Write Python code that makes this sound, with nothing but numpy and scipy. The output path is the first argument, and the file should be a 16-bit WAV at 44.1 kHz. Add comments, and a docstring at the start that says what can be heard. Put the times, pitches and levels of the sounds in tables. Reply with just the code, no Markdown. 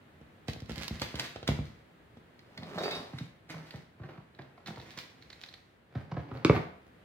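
"""A kitten chases a tinsel wand toy over a wooden floor, kicks a bell ball and climbs a hollow sisal tower.
Paws drive the board and tower resonances, claws scratch the rope, and the drop back down knocks hard.
The foil rustles as a shower of tiny snaps; the plastic ball clacks and rolls while a pellet rings its bell.
Two close microphones in a small, fairly live room with a low hush."""
import sys
import numpy as np
from scipy import signal
from scipy.fft import rfft, irfft, next_fast_len
from scipy.io import wavfile
from scipy.ndimage import uniform_filter1d, map_coordinates

SR = 44100
rng = np.random.default_rng(int(sys.argv[2]) if len(sys.argv) > 2 else 0)


def put_to_file(sound):
    """Save the sound as 16-bit audio at rate SR, in the file named by the first command-line argument."""
    columns = np.atleast_2d(sound).T  # one column per channel
    safe = np.clip(columns, -1, 1)
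    whole_steps = np.round(safe * 32767)
    wavfile.write(sys.argv[1], SR, whole_steps.astype(np.int16))


N = 310464
FFT_SIZE = 16384
HZ = np.fft.rfftfreq(FFT_SIZE, 1 / SR)
TIME_S = np.arange(N) / SR

# room tone spectrum: f/Hz, level/dB (all table levels are relative)
HUSH_COLOUR = [(48, -5.5), (107, -2.5), (537, -11), (1020, -16), (1850, -17), (4040, -28), (5430, -38),
               (15500, -42.5)]
# room tone drift: t/s, level/dB
HUSH_DRIFT = [(.3, -58), (2.5, -59), (3.9, -61.5), (5.2, -59), (5.85, -63), (7, -58.5)]
# paws on the floor: t/s, thump/dB, claw/dB
FLOOR_STEPS = [(0.212, -47, -69), (0.484, -31, -52.5), (0.561, -42, -62), (0.62, -36.5, -74),
               (0.694, -35, -51), (0.711, -34, -62), (0.775, -37, -65), (0.908, -29, -66),
               (1.016, -34, -37), (1.141, -33, -50.5), (1.358, -42.5, -48), (1.427, -44.5, -52),
               (1.487, -22.5, -42), (1.515, -33.5, -52), (1.588, -24, -63), (2.169, -50, -66.5)]
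# floorboard resonances: f/Hz, width/Hz, level/dB
BOARD_MODES = [(72, 24, 1), (108, 32, -2), (148, 42, -2.5), (235, 65, -2), (330, 110, 0.5), (460, 150, 1),
               (750, 300, -4), (1150, 500, -7), (2800, 2500, -14)]
# toy strikes floor or tower: t/s, tip slap/dB, tinsel burst/dB
TOY_STRIKES = [(0.48, -47, -44.5), (0.694, -59, -45), (1.0162, -22.5, -37.5), (1.195, -18, -36),
               (1.476, -21.5, -36), (3.5, -41.5, -40), (4.669, -44, -45), (4.974, -34, -44.5)]
# toy sweeps: crest t/s, level/dB, half length/s
TOY_SWEEPS = [(0.799, -41.5, 0.066), (0.932, -51, 0.11), (1.09, -53.5, 0.2), (1.187, -39.5, 0.03),
              (1.247, -39, 0.024), (3.182, -54, 0.12), (3.698, -58.5, 0.16), (4.875, -56.5, 0.19),
              (5.363, -61.5, 0.37)]
# tinsel rustle spectrum: f/Hz, level/dB
RUSTLE_COLOUR = [(200, 7), (1000, 1), (1500, 0.5), (2050, 6), (2800, -2), (3800, -4.5), (5700, -9),
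                 (9000, -18.5), (13300, -24), (16000, -28)]
# snapping foil spectrum: f/Hz, level/dB
CRINKLE_COLOUR = [(500, -4), (4200, 11.5), (9000, -11), (13300, -10.5), (16000, -10.5)]
# single foil strips snap: t/s, level/dB
FOIL_SNAPS = [(0.532, -38), (0.6018, -43), (0.757, -37), (0.8792, -26.5), (1.154, -29.5), (1.2017, -42)]
# small dry ticks (claw clicks, then the toy's foil crinkling): t/s, level/dB
DRY_TICKS = [(2.3905, -45.5), (2.575, -31), (2.631, -36.5), (3.1843, -32), (3.7066, -37), (4.347, -53),
             (4.418, -48), (4.6595, -37), (4.678, -41.5), (4.7581, -44), (4.798, -40.5), (4.9854, -37),
             (5.0354, -46), (5.222, -45.5), (5.3008, -39.5), (5.3276, -38.5), (5.4352, -33.5),
             (5.4864, -38.5), (5.5379, -36.5), (6.3704, -48)]
# dry tick and pellet chatter spectrum: f/Hz, level/dB
CLICK_COLOUR = [(300, -3.5), (1000, -3.5), (2100, 9), (2900, 0.5), (4000, 13), (6000, -8), (9000, -19.5),
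                (16000, -19)]
# paws on the tower: t/s, boom/dB, grip/dB (sets pat and scratch)
TOWER_STEPS = [(2.579, -33.5, -57.5), (2.622, -34, -55.5), (2.75, -32, -74), (3.13, -29.5, -56),
               (3.203, -27.5, -57), (3.54, -36.5, -52), (3.737, -32, -53.5), (3.996, -34, -58),
               (4.033, -36.5, -57.5), (4.173, -37.5, -58.5), (4.388, -38, -50.5), (4.575, -62, -61),
               (4.678, -35, -50.5), (4.702, -40, -56), (4.771, -35.5, -50.5), (5.951, -25, -47),
               (6.114, -26, -47), (6.166, -24, -45), (6.311, -28.5, -47.5)]
# tower wall and cavity: f/Hz, level/dB
TOWER_COLOUR = [(50, -25), (95, -4), (150, 3.5), (230, -9.5), (380, -8.5), (610, 0), (1100, -8),
                (1800, -12.5), (2800, -28.5), (4300, -25.5), (10000, -67)]
# claws drag down the rope; the last row is the tower rattling and crackling as the kitten drops: crest t/s,
# level/dB, half length/s
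TOWER_SCRAPES = [(2.685, -44.5, 0.097), (3.577, -51, 0.12), (4.085, -47, 0.096), (6.36, -47, 0.12),
                 (6.536, -30, 0.07)]
# scratched rope spectrum: f/Hz, level/dB
SISAL_COLOUR = [(50, -40), (130, 6.5), (280, -0.5), (650, -2.5), (950, -7.5), (2200, -14.5), (3300, -23.5),
                (4500, -26.5), (8000, -45.5)]
# ball hits floor and tower: t/s, level/dB
BALL_CLACKS = [(2.778, -26), (2.7842, -23), (2.808, -29), (2.8145, -31), (2.837, -27), (2.858, -22.5),
               (2.8803, -24.5), (2.905, -33.5)]
# ball shell resonances: f/Hz, width/Hz, level/dB
SHELL_MODES = [(426, 83, 19), (630, 120, 17.5), (1120, 330, -2), (1840, 1100, -31)]
# ball ribs rumble: crest t/s, level/dB, rise/s, fall/s
BALL_ROLL = (2.835, -41.5, 0.28, 0.2859)
# rolling shell spectrum: f/Hz, level/dB
ROLL_COLOUR = [(100, -2.5), (400, 1.5), (750, 0), (1500, -9), (4500, -16), (8000, -30), (15000, -35)]
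# pellet thrown round the bell: t/s, level/dB
PELLET_THROWS = [(2.781, -32.5), (2.833, -31), (2.908, -29.5), (2.947, -33), (3.001, -53)]
# bell resonances: f/Hz, level/dB
BELL_MODES = [(2589, -2), (3370, -7), (3745, -0.5), (4740, -2), (5518, -5), (10810, -12)]
# drop from the tower: t/s, thud/dB, knock/dB, knock f/Hz, crack/dB, contact edge f/Hz
LANDING_BLOWS = [(6.449, -20, -8.5, 332, -11.5, 4700), (6.497, -8.5, -6, 444, -10.5, 2070),
                 (6.564, -22, -21, 312, -23, 2800)]
# bearing of kitten and toy: t/s, right microphone's lead/ms
RIGHT_LEAD = [(0.5, 0.12), (0.88, 0.082), (1.02, -0.11), (2.8, -0.13), (4, -0.074), (5.5, -0.036),
              (6.4, 0.061)]
# room decay: f/Hz, t60/s
ROOM_T60 = [(150, 0.38), (1000, 0.54), (4000, 0.47), (12000, 0.37)]
# reverberation spectrum: f/Hz, level/dB
ROOM_COLOUR = [(60, -5.5), (110, -1), (160, 1), (420, -1), (1000, 1)]


def amp(db):
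    """Decibels to gain."""
    return 10 ** (np.asarray(db) / 20)


def unit_rms(x):
    """Scale to rms 1."""
    return x / np.sqrt(np.mean(x ** 2) + 1e-20)


def unit_peak(x):
    """Scale to peak 1."""
    return x / np.abs(x).max()


def add(track, at_s, sound):
    """Mix a sound into the track."""
    part = track[max(round(at_s * SR), 0):][:len(sound)]
    part += sound[:len(part)]


def log_interp(points, hz):
    """Read (f/Hz, value) points on a log axis."""
    knots_hz, values = np.transpose(points)
    return np.interp(np.log(hz + 1), np.log(knots_hz + 1), values)


def filtered(x, response):
    """Apply a response given as a function of f/Hz."""
    n = x.shape[-1]
    padded = next_fast_len(n + FFT_SIZE)
    return irfft(rfft(x, padded) * response(np.fft.rfftfreq(padded, 1 / SR)), padded)[..., :n]


def min_phase(colour):
    """Minimum-phase response through (f/Hz, level/dB) points."""
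    cepstrum = irfft(np.log(amp(log_interp(colour, HZ))))
    cepstrum[1:FFT_SIZE // 2] *= 2
    cepstrum[FFT_SIZE // 2 + 1:] = 0
    return np.exp(rfft(cepstrum))


def resonances(modes, scatter_db):
    """Modes (f/Hz, width/Hz, level/dB) struck at a new spot, so each has a new strength."""
    return sum(amp(db + scatter_db * rng.normal()) * 1j * HZ * width / (hz**2 - HZ**2 + 1j * HZ * width)
               for hz, width, db in modes)


def bending(travel):
    """Bending waves carry treble faster than bass: delay/s = travel / sqrt(f/Hz)."""
    return np.exp(-4j * np.pi * travel * np.sqrt(HZ))


def scuff(t60_s, catch_s):
    """Spectrum of a rough contact of energy 1: it catches, chatters and dies."""
    t = TIME_S[:FFT_SIZE]
    force = rng.standard_normal(FFT_SIZE) * amp(-60 * t / t60_s) * (1 - np.exp(-t / catch_s)) ** 2
    return rfft(force / np.linalg.norm(force))


def strokes(events, colour, snaps_per_s, spread_db):
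    """Swelling showers of tiny uneven snaps; events: crest t/s, level/dB, rise/s, fall/s."""
    power = np.zeros(N)
    for crest_s, db, rise_s, fall_s in events:
        t = np.arange(-2 * rise_s, 2 * fall_s, 1 / SR)
        envelope_db = db - 20 * np.where(t < 0, -t / rise_s, (t / fall_s) ** 2)
        add(power, crest_s - 2 * rise_s, amp(envelope_db) ** 2)
    snaps = (rng.random(N) < snaps_per_s / SR) * rng.standard_normal(N)
    snaps *= amp(spread_db * np.clip(rng.standard_normal(N), -2, 2))
    return np.sqrt(power) * unit_rms(signal.fftconvolve(snaps, irfft(min_phase(colour)))[:N])


def ticks(events, colour, t60_s):
    """Brief sharp ticks of one colour; events: t/s, level/dB."""
    out, response = np.zeros(N), min_phase(colour)
    for at_s, db in events:
        tick = irfft(scuff(t60_s, catch_s=0.0016) * response)
        add(out, at_s, amp(db) * unit_peak(tick))
    return out


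def diffuse_noise(n, mic_spacing_s=0.0007):
    """Noise from all sides: alike at both microphones in the bass, unrelated in the treble."""
    def mid_side_gains(hz):
        angle = np.arccos(0.96 * np.sinc(2 * hz * mic_spacing_s)) / 2
        return np.array([np.cos(angle), np.sin(angle)])
    mid, side = filtered(rng.standard_normal((2, n)), mid_side_gains)
    return np.array([mid + side, mid - side])


def room_tone():
    """Diffuse hush, drifting slowly in level."""
    level_db = np.interp(TIME_S, *np.transpose(HUSH_DRIFT))
    hush = filtered(diffuse_noise(N), lambda hz: amp(log_interp(HUSH_COLOUR, hz)))
    return amp(level_db) * unit_rms(hush)


def floor_paws(claw_share=0.48):
    """The soft pad pushes the boards once while the claws skid; more claw makes a harder knock."""
    out = np.zeros(N)
    for at_s, thump_db, claw_db in FLOOR_STEPS:
        knock_db = thump_db - 3 + claw_share * (claw_db - thump_db)
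        pad = min_phase([(190, thump_db), (380, knock_db), (650, knock_db), (3000, knock_db - 32.5)])
        skid = scuff(t60_s=0.021, catch_s=0.0013) * HZ / (HZ + 500)
        claws = amp(claw_db) * skid * min_phase([(4000, -1), (12000, -26)])
        boards = resonances(BOARD_MODES, scatter_db=2) * bending(travel=0.04025)
        add(out, at_s, -amp(45) * irfft((pad + claws) * boards))
    return out


def toy_tinsel(lag_s=0.0011, rise_s=0.012, fall_s=0.028, settle_db=-21, settle_s=0.32):
    """Foil flares and settles at each hit and rustles when swept; single folds crinkle on top."""
    bursts = [(at_s + lag_s, db, rise_s, fall_s) for at_s, _, db in TOY_STRIKES]
    settling = [(at_s, db + settle_db, rise_s, settle_s) for at_s, db, _, _ in bursts]
    sweeps = [(at_s, db, half_s, half_s) for at_s, db, half_s in TOY_SWEEPS]
    motion = bursts + settling + sweeps
    rustle = strokes(motion, RUSTLE_COLOUR, snaps_per_s=1700, spread_db=0.5)
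    crinkle = strokes(motion, CRINKLE_COLOUR, snaps_per_s=210, spread_db=9.5)
    return amp(-3) * rustle + amp(-6) * crinkle


def toy_slaps():
    """The toy's tip slaps down and single foil strips snap brightly."""
    slaps = [(at_s, db) for at_s, db, _ in TOY_STRIKES]
    return ticks(slaps + FOIL_SNAPS, CRINKLE_COLOUR, t60_s=0.016)


def dry_ticks():
    """Small dry ticks: claw clicks, then the toy's foil crinkling."""
    return ticks(DRY_TICKS, CLICK_COLOUR, t60_s=0.018)


def tower_pats(lap_s=0.021, lap_db=-9):
    """A paw settles unevenly on the rope; the wall's wave disperses and returns once round the tube."""
    out = np.zeros(N)
    for at_s, boom_db, grip_db in TOWER_STEPS:
        pad = min_phase([(300, -1.5), (1500, -18)])
        fibres = amp(-1) * scuff(t60_s=0.02, catch_s=0.0061) * HZ / (HZ + 350)
        force = (pad + fibres) * min_phase([(250, boom_db), (550, grip_db + 9.5)])
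        detune = np.exp(0.1 * rng.normal())  # stiffness differs from spot to spot
        wall = min_phase([(hz * detune, db + 2 * rng.normal()) for hz, db in TOWER_COLOUR])
        wave = amp(43) * irfft(force * wall * bending(travel=0.15))
        add(out, at_s - 0.003, wave)
        add(out, at_s + lap_s * (1 + 0.0643 * rng.normal()), amp(lap_db) * wave)
    return out


def sisal_scratches(lag_s=0.0095, rise_s=0.07, fall_s=0.13):
    """Claws catch the rope after every pat and now and then drag down it; the tower rattles as the kitten
    drops."""
    catches = [(at_s + lag_s, grip_db - 2, rise_s, fall_s) for at_s, _, grip_db in TOWER_STEPS]
    drags = [(at_s, db, half_s, half_s) for at_s, db, half_s in TOWER_SCRAPES]
    return amp(-4) * strokes(catches + drags, SISAL_COLOUR, snaps_per_s=480, spread_db=1)


def ball():
    """The kicked shell knocks between boards and tower and rumbles on its ribs."""
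    out, contact = np.zeros(N), min_phase([(2200, 5), (9000, -27)])
    for at_s, db in BALL_CLACKS:
        clack = irfft(resonances(SHELL_MODES, scatter_db=7) * contact * bending(travel=0.013))
        add(out, at_s, -amp(db) * unit_peak(clack))
    return out + strokes([BALL_ROLL], ROLL_COLOUR, snaps_per_s=1100, spread_db=1)


def bell(width_hz=14.5, ring_db=23):
    """The pellet chatters round the ball's bell; each throw rings a new mix of its modes."""
    out = np.zeros(N)
    modes = [(hz, width_hz, db + ring_db) for hz, db in BELL_MODES]
    for at_s, db in PELLET_THROWS:
        chatter = scuff(t60_s=0.042, catch_s=0.0016)
        response = min_phase(CLICK_COLOUR) + resonances(modes, scatter_db=5.5)
        add(out, at_s, amp(db) * unit_peak(irfft(chatter * response)))
    return out


def struck_wood(modes, mode_ratio):
    """Modes scaled so that width does not set their peak; mode k is weighted by mode_ratio ** k."""
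    return sum(mode_ratio ** k * resonances([(hz, width, db)], scatter_db=1.5) * SR / (2 * np.pi * width)
               for k, (hz, width, db) in enumerate(modes))


def landing(overtone_ratio=1.28, rebound_s=0.0122, rebound_db=-9.5):
    """Hard blows on wood: thud, hollow knock and crack, dulled by contact time; each rebounds once."""
    out = np.zeros(N)
    for at_s, thud_db, knock_db, knock_hz, crack_db, edge_hz in LANDING_BLOWS:
        hollow_modes = [(122, 38, thud_db), (knock_hz, 105, knock_db),
                        (knock_hz * overtone_ratio, 220, knock_db - 2.5)]
        contact = min_phase([(edge_hz, 0), (2 * edge_hz, -13), (20000, -28)])
        for delay_s, db, snap_db in [(0, 0, crack_db), (rebound_s, rebound_db, crack_db - 21)]:
            crack_modes = [(1210, 290, snap_db), (2250, 340, snap_db + 0.5),
                           (3450, 400, snap_db - 9), (4300, 530, snap_db - 16.5)]
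            crack = struck_wood(crack_modes, mode_ratio=0.81)
            chatter = amp(-8) * scuff(t60_s=0.088, catch_s=0.001)
            blow = crack * (1 + chatter) - struck_wood(hollow_modes, mode_ratio=-1.14)
            add(out, at_s + delay_s - 0.0005, amp(db) * irfft(blow * contact * bending(travel=0.0237)))
    return out


def direct_path(x, right_db, shade_db_per_ms):
    """Sound reaches the nearer microphone first; the treble balance shifts with the bearing."""
    lead_ms = np.interp(TIME_S, *np.transpose(RIGHT_LEAD))
    balance_db = right_db + shade_db_per_ms * lead_ms
    treble = filtered(x, lambda hz: hz / (hz + 500))
    pair = []
    for side in (-1, 1):
        shaded = x + treble * (amp(side * balance_db / 2) - 1)
        read_s = TIME_S + side * lead_ms / 2000
        pair.append(map_coordinates(shaded, [read_s * SR], order=3))
    return np.array(pair)


def room_reverb(x, early_db=4, early_s=0.012, gap_s=0.004):
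    """Near furniture answers first, then the walls; a new pattern every 1/3 s as the kitten moves."""
    out, step = np.zeros((2, N)), SR // 3
    for start in range(0, N, step):
        hz, t, noise = signal.stft(diffuse_noise(FFT_SIZE), SR, nperseg=256)
        fade_db = -60 * t / log_interp(ROOM_T60, hz)[:, None] + early_db * np.exp(-t / early_s)
        response = rfft(signal.istft(noise * amp(fade_db), SR, nperseg=256)[1], FFT_SIZE)
        # smooth the noise tail's spectrum so every reverberation has the same even colour
        power = np.abs(uniform_filter1d(np.mean(np.abs(response) ** 2, axis=0), size=45))
        gain_db = log_interp(ROOM_COLOUR, HZ) - 10 * np.log10(power)
        tails = irfft(response * min_phase(np.column_stack([HZ, gain_db])))
        for channel, tail in zip(out, tails):
            add(channel, start / SR + gap_s, signal.fftconvolve(x[start:start + step], tail))
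    return out


def scene():
    """All sources, direct and through the room."""
    paws, drop, pats, bell_ball = floor_paws(), landing(), tower_pats(), ball() + bell()
    clicks = toy_slaps() + dry_ticks()
    tinsel, sisal = toy_tinsel(), sisal_scratches()
    kitten = direct_path(paws + drop + pats + sisal, right_db=3.5, shade_db_per_ms=-13)
    toys = direct_path(tinsel + clicks + bell_ball, right_db=8.5, shade_db_per_ms=41)
    send = (amp(-3) * paws + amp(-5.5) * (pats + drop) + amp(-6) * clicks
            + amp(-1) * bell_ball + amp(1) * (tinsel + sisal))
    return kitten + toys + room_reverb(send) + room_tone()


def record(dry):
    """The microphones lose the deepest bass and the top treble."""
    low_hz, top_hz = 55, 15850
    low_cut = signal.butter(6, low_hz, "highpass", fs=SR, output="sos")
    return filtered(signal.sosfilt(low_cut, dry), lambda hz: hz < top_hz)


dry = scene()
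out = record(dry)
put_to_file(out)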